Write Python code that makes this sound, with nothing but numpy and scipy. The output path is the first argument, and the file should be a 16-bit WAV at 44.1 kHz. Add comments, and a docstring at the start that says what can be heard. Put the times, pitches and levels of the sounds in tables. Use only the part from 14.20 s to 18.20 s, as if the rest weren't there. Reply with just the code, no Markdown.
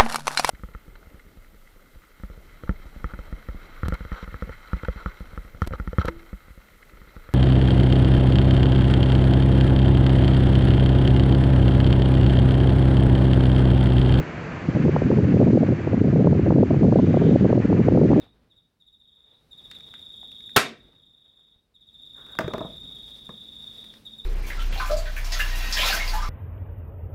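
"""Riding in the open along a city street, above motorbike traffic, with wind on the microphone.
Engine drone (wavering tones) and road noise and hiss (shaped noise) run throughout; wind dies away at the start.
From half a second on, gusts rush past (a noise field read at changing speed), with hard buffets (short jolts).
Around three seconds leaves swish past, loudest just after (bright noise that swells and fades).
Throughout, the recorder's limiter ducks the bass and middle whenever they get strong."""
import sys
import numpy as np
from scipy import signal
from scipy.fft import rfft, irfft
from scipy.io import wavfile
from scipy.ndimage import uniform_filter1d, map_coordinates

SR = 44100
rng = np.random.default_rng(int(sys.argv[2]) if len(sys.argv) > 2 else 0)


def store_pcm(level_fs):
    """Save levels as 16-bit WAV."""
    pcm = np.round(np.clip(level_fs, -1, 1) * 32767).astype(np.int16)
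    wavfile.write(sys.argv[1], SR, np.atleast_2d(pcm).T)


N = 176400
T = np.arange(N) / SR


def amp(db):
    """Turns decibels into a gain."""
    return 10 ** (np.asarray(db) / 20)


def unit(x):
    """Scales a signal to rms 1."""
    return x / np.sqrt(np.mean(x ** 2) + 1e-20)


def curve(points):
    """Joins (time, value) points with straight lines over the whole scene."""
    return np.interp(T, *np.transpose(points))


def spectrum_gain(spectrum, size):
    """Gain at each frequency of a transform, drawn through the points on a log pitch scale."""
    hz, db = np.transpose(spectrum)
    f = np.fft.rfftfreq(size, 1 / SR)
    return amp(np.interp(np.log(f + 1), np.log(hz), db))


def noise(spectrum, size=N):
    """Random noise of rms 1 with the given spectrum."""
    white = rng.standard_normal(size)
    return unit(irfft(rfft(white) * spectrum_gain(spectrum, size), size))


def wander(rate_hz):
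    """A random drift of rms 1, mostly slower than the given rate."""
    f = np.fft.rfftfreq(N, 1 / SR)
    white = rng.standard_normal(N)
    return unit(irfft(rfft(white) / (1 + (f / rate_hz) ** 4), N))


def add(mix, s, sound):
    """Mixes a sound in from time s, in seconds."""
    part = mix[max(round(s * SR), 0):][:len(sound)]
    part += sound[:len(part)]


# Spectrum of tyres and motorbikes on the road: (f/Hz, relative level/dB per Hz)
ROAD = [(20, -10), (60, 11), (300, 3.5), (560, 5), (800, 0.5), (1200, -1), (1600, 0.5), (2350, -3.5),
        (2850, -9.5), (3300, -18), (4500, -34.5)]
# Loudness of the road, before its flicker: (t/s, level/dB)
ROAD_LEVEL = [(0, -35.5), (.22, -35.5), (.8, -35.5), (1.25, -35), (1.38, -38), (1.5, -37), (1.72, -37),
              (1.83, -39.5), (2.15, -37.5), (2.4, -39.5), (2.56, -37.5), (2.66, -39.5), (3.05, -35.5),
              (3.3, -35), (3.38, -41), (3.44, -35), (3.5, -38), (3.65, -34.5), (3.8, -38.5), (4, -33.5)]
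ROAD_FLICKER_DB = .7


def road():
    """Many small tyre and motor sounds blend into noise whose level flickers."""
    level_db = curve(ROAD_LEVEL) + ROAD_FLICKER_DB * wander(rate_hz=60)
    return noise(ROAD) * amp(level_db)


# Spectrum of the far street hiss: (f/Hz, relative level/dB per Hz)
HISS = [(300, -5), (2500, -0.5), (3600, -1), (4500, 1), (5300, -5.5), (6300, -4), (7400, -11), (8000, -11)]
# Loudness of the hiss, before its flicker: (t/s, level/dB)
HISS_LEVEL = [(0, -54.5), (.4, -54.5), (.6, -53), (1, -54), (1.9, -57), (2.45, -57), (2.85, -54),
              (3.4, -55.5), (4, -55)]


def hiss(flicker_db=0.5):
    """The far street blends into a faint noise that flickers gently."""
    level_db = curve(HISS_LEVEL) + flicker_db * wander(rate_hz=30)
    return noise(HISS) * amp(level_db)


# Engine tones, whose pitch wavers around f: (f/Hz, level/dB)
DRONE = [(118, -44.5), (155, -38), (248, -50), (335, -45), (450, -58)]
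DRONE_WAVER_HZ = 10.15  # rms


def drone():
    """Engines hum as a few tones, each wavering in pitch and strength on its own."""
    out = np.zeros(N)
    for hz, db in DRONE:
        pitch_hz = hz + DRONE_WAVER_HZ * wander(rate_hz=24.3)
        tone = np.sin(2 * np.pi * np.cumsum(pitch_hz) / SR)
        swell = 1 + 0.26 * wander(rate_hz=17)
        out += amp(db) * unit(tone * swell)
    return out


def traffic():
    """Road noise and far hiss add up with the drone of engines."""
    return road() + hiss() + drone()


SLACK_LEAD_S, SLACK_WIDTH_S = 0.010983, .005


def slack():
    """From 0 to 1: the flow slackens in a short bell-shaped lull just before each buffet."""
    coarse_t = T[::32]  # a coarse time grid saves work
    lulls = np.array([s - SLACK_LEAD_S for s, *_ in BUFFETS])
    bells = np.exp(-.5 * ((coarse_t[:, None] - lulls) / SLACK_WIDTH_S) ** 2)
    return np.interp(T, coarse_t, bells.max(axis=1))


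EVENNESS = 0.78  # 0 leaves the swells alone, 1 levels them fully
EDDY_SPAN_S = 0.012  # half the length of the levelling window


def evened(x):
    """Partly levels the chance swells of a noise, so that each gust is solid."""
    window = np.hanning(int(2 * EDDY_SPAN_S * SR))
    power = abs(signal.fftconvolve(x ** 2, window / window.sum(), "same")) + 1e-9
    return unit(x / power ** (EVENNESS / 2))


# Weaker wind between the gusts, before WIND_DB and flutter: (t/s, level/dB)
BREEZE = [(0, -22), (.04, -41), (.3, -40.5), (.52, -33.5), (.6, -24.5), (.8, -23), (1.25, -14),
          (1.6, -28.5), (1.9, -20), (2.4, -20), (2.48, -22.5), (2.7, -17), (3.18, -18.5), (3.45, -25.5),
          (3.8, -12.5), (4, -22)]
# Separate gusts, before WIND_DB, EDDY_SPEED and flutter: (start t/s, end t/s, level/dB, relative speed)
GUSTS = [(0.482, 0.504, -14.5, 0.85), (0.544, 0.581, -16, 1.05), (0.591, 0.622, -16.5, 0.99),
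         (0.635, 0.702, -12.5, 0.95), (0.732, 0.775, -16.5, 1.01), (0.843, 0.875, -11.5, 0.88),
         (0.898, 0.943, -13.5, 1), (0.962, 1.005, -9.0, 1.04), (1.025, 1.063, -10.5, 0.95),
         (1.077, 1.116, -14, 0.99), (1.129, 1.174, -8, 1.034), (1.187, 1.243, -6, 1.11),
         (1.257, 1.314, -10.5, 1), (1.323, 1.382, -9, 1.05), (1.402, 1.44, -12.5, 1.01),
         (1.477, 1.54, -14, 0.99), (1.664, 1.681, -19, 0.89), (1.712, 1.751, -13.5, 1.085),
         (1.772, 1.788, -12.5, 1.04), (1.804, 1.825, -5.5, 1.07), (1.838, 1.911, -14, 0.93),
         (1.923, 2.033, -11.5, 1.024), (2.044, 2.136, -7.5, 1.053), (2.147, 2.205, -13.5, 0.93),
         (2.227, 2.243, -10, 1.03), (2.267, 2.333, -10.5, 1.02), (2.343, 2.446, -7.5, 1.043),
         (2.503, 2.539, -11.5, 0.92), (2.561, 2.588, -10.5, 0.88), (2.607, 2.7, -7, 1.045),
         (2.712, 2.74, -7.0, 1.08), (2.753, 2.805, -9, 1.08), (2.819, 2.85, -8.5, 0.91),
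         (2.871, 2.915, -9.5, 0.95), (2.936, 2.983, -12.5, 1.064), (2.993, 3.031, -12, 1.07),
         (3.042, 3.164, -8.5, 1.004), (3.206, 3.271, -8, 0.98), (3.291, 3.336, -13, 1.06),
         (3.341, 3.408, -14.5, 1.08), (3.444, 3.46, -7.5, 0.98), (3.488, 3.561, -13, 0.99),
         (3.577, 3.624, -8.5, 0.97), (3.666, 3.689, -9, 1.19), (3.715, 3.801, -9, 1.14),
         (3.811, 3.868, -7.5, 1.04), (3.884, 4.003, -11.0, 1.04)]
# Spectrum of the turbulent pressure when read at speed 1: (f/Hz, relative level/dB per Hz)
EDDIES = [(20, -25), (45, -18), (70, -15), (115, -0.5), (200, -0.5), (320, -6), (470, -13.5), (680, -25.5),
          (1000, -45), (1600, -66.5), (4000, -100)]
GUST_ATTACK_S, GUST_RELEASE_S = .011, .011  # ramps centred on the start and end times
WIND_DB, EDDY_SPEED, LULL_SPEED = 0.5, .97, .8  # LULL_SPEED stands in for a gust's speed between gusts
FLUTTER_DB, FLUTTER_HZ, SLACK_DB = 1.5, 60.04, 2
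SPEED_PER_DB, SPEED_JITTER = 0.0967, .06  # changes of log speed: per dB of flutter, and at random (rms)


def wind():
    """A frozen field of eddies sweeps over the microphone; faster flow raises its pitch."""
    force, pace = amp(curve(BREEZE)), np.full(N, LULL_SPEED)
    for start, end, db, gust_speed in GUSTS:
        ramps = np.minimum((T - start) / GUST_ATTACK_S, (end - T) / GUST_RELEASE_S)
        shape = np.clip(.5 + ramps, 0, 1)
        force = np.maximum(force, amp(db) * shape ** 2)
        pace = pace + (gust_speed - pace) * shape
    flutter_db = FLUTTER_DB * wander(FLUTTER_HZ) - SLACK_DB * slack()
    log_change = SPEED_PER_DB * flutter_db + SPEED_JITTER * wander(rate_hz=69.3)
    speed = EDDY_SPEED * pace * np.exp(log_change)
    # the summed speed says how far along the field we are
    field = noise(EDDIES, size=2 * N)
    pressure = map_coordinates(field, [np.cumsum(speed)], order=3, mode="wrap")
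    return evened(pressure) * force * amp(WIND_DB + flutter_db)


SMEAR_S, SMEAR_HZ = .0019, 441  # largest time shift of a pitch, and the span between zero shifts


def burst(spectrum, size=2048):
    """A pressure jolt, centred in its frame; its pitches drift apart in time by chance."""
    f = np.fft.rfftfreq(size, 1 / SR)
    delay_s = SMEAR_S * np.sin(f / SMEAR_HZ * np.pi + 2 * np.pi * rng.random())
    # a delay is a phase that turns steadily with frequency
    turns = rng.random() - np.cumsum(delay_s) * SR / size
    click = np.eye(1, size, size // 2)[0]
    jolt = irfft(rfft(click) * spectrum_gain(spectrum, size) * np.exp(2j * np.pi * turns), size)
    return unit(jolt) * np.sqrt(.004 * SR / size)  # as much energy as 4 ms at rms 1


# Spectrum of a buffet's main push: (f/Hz, relative level/dB per Hz)
BUFFET_BODY = [(40, -20.5), (150, -7), (300, 2), (520, 2), (750, -11), (1000, -28.5), (1600, -48.5),
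               (4000, -100)]
# Spectrum of its sharp edge: (f/Hz, relative level/dB per Hz)
BUFFET_EDGE = [(100, -38.5), (500, -3), (850, 9.5), (1250, -3), (1700, -18), (3000, -42.5), (6000, -84)]
BODY_DB, EDGE_DB = -1.5, 1


def buffet(strength_db, edge_db):
    """One violent eddy: a low push of pressure with a sharper edge."""
    body = amp(strength_db + BODY_DB) * burst(BUFFET_BODY)
    edge = amp(edge_db + EDGE_DB) * burst(BUFFET_EDGE)
    return body + edge


# Hard buffets, before BODY_DB and EDGE_DB: (centre t/s, body level/dB, edge level/dB)
BUFFETS = [(0.559, -20, -35.5), (0.653, -29, -33), (0.684, -13.5, -30), (0.765, -15.5, -21),
           (0.822, -13.5, -46), (0.915, -17.5, -25), (0.988, -15, -32), (1.17, -11, -47),
           (1.202, -5.5, -35.0), (1.216, -4.5, -34), (1.229, -16, -30.5), (1.334, -11, -27.5),
           (1.375, -5.5, -40), (1.734, -14, -40.0), (1.817, -21.5, -41.5), (1.883, -15, -46.5),
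           (1.961, -11, -38), (2.046, -13, -45), (2.072, -4.5, -18), (2.111, -25, -41.0),
           (2.307, -10, -20.5), (2.324, -15, -28.5), (2.363, -10, -37), (2.385, -6.5, -39),
           (2.433, -7, -26), (2.632, -10.5, -26.5), (2.683, -11, -39.5), (2.726, -8, -24),
           (2.761, -0.5, -36.5), (2.79, -10, -26), (2.944, -7.5, -34), (2.972, -9.5, -33),
           (3.023, -11.5, -41), (3.118, -19.0, -48), (3.16, -1, -35), (3.246, -6, -48), (3.255, -7.5, -26),
           (3.329, -4.5, -25), (3.378, -7, -35), (3.528, -13, -25.5), (3.686, -1, -20.0), (3.724, -14, -37),
           (3.75, -10, -45), (3.776, -7.5, -24.5), (3.834, -8, -44), (3.917, -8, -26.5), (3.933, -8, -21)]


def buffets():
    """Hard blows of air strike the microphone one by one."""
    out = np.zeros(N)
    for s, strength_db, edge_db in BUFFETS:
        jolt = buffet(strength_db, edge_db)
        add(out, s - len(jolt) / 2 / SR, jolt)
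    return out


# Loudness of the leaves as they pass, before their flicker: (t/s, level/dB)
LEAVES_LEVEL = [(2.7, -74), (2.82, -54), (2.92, -57), (3.0, -55), (3.09, -48.5), (3.17, -59.5), (3.3, -74)]
# Spectrum of the leaves: (f/Hz, relative level/dB per Hz)
LEAVES = [(800, -22.5), (2200, -9.5), (3000, 9), (3800, 2), (4300, -22.5), (7000, -29.5)]


def leaves(flicker_db=2):
    """Foliage swishes past close by: many tiny rustles blend into flickering bright noise."""
    level_db = curve(LEAVES_LEVEL) + flicker_db * wander(rate_hz=35)
    return noise(LEAVES) * amp(level_db)


MIC_BASS_HZ = 57.6


def scene():
    """Street, wind and leaves meet at one small microphone that picks up little deep bass."""
    air = traffic() + wind() + buffets() + leaves()
    bass_cut = signal.butter(2, MIC_BASS_HZ, "high", fs=SR, output="sos")
    return signal.sosfilt(bass_cut, air)[None]


LIMIT_DB, LIMIT_SHARE = -17, 0.58  # threshold, and the share of the excess dB taken away
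SENSE_S, RECOVER_DB_PER_S = 0.014, 222.5
SPLIT_HZ, CUTOFF_HZ = 3200, 7800


def record(dry):
    """A limiter turns down the band below the treble when it is strong; then the top is cut off."""
    low = signal.fftconvolve(dry[0], signal.firwin(numtaps=101, cutoff=SPLIT_HZ, fs=SR), "same")
    treble = dry[0] - low
    power = abs(uniform_filter1d(low ** 2, max(int(SENSE_S * SR), 2)))
    power_db = 10 * np.log10(power + 1e-12)
    # the sensed level follows rises at once and falls no faster than the recovery rate
    fall = T * RECOVER_DB_PER_S
    held_db = np.maximum.accumulate(power_db + fall) - fall
    over_db = np.maximum(held_db - LIMIT_DB, 0)
    smooth_db = uniform_filter1d(uniform_filter1d(over_db, size=160), size=160)
    out = treble + low * amp(-LIMIT_SHARE * smooth_db)
    top_cut = signal.firwin(301, CUTOFF_HZ, window=("kaiser", 8), fs=SR)
    return signal.fftconvolve(out, top_cut, "same")[None]


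dry = scene()
out = record(dry)
store_pcm(out)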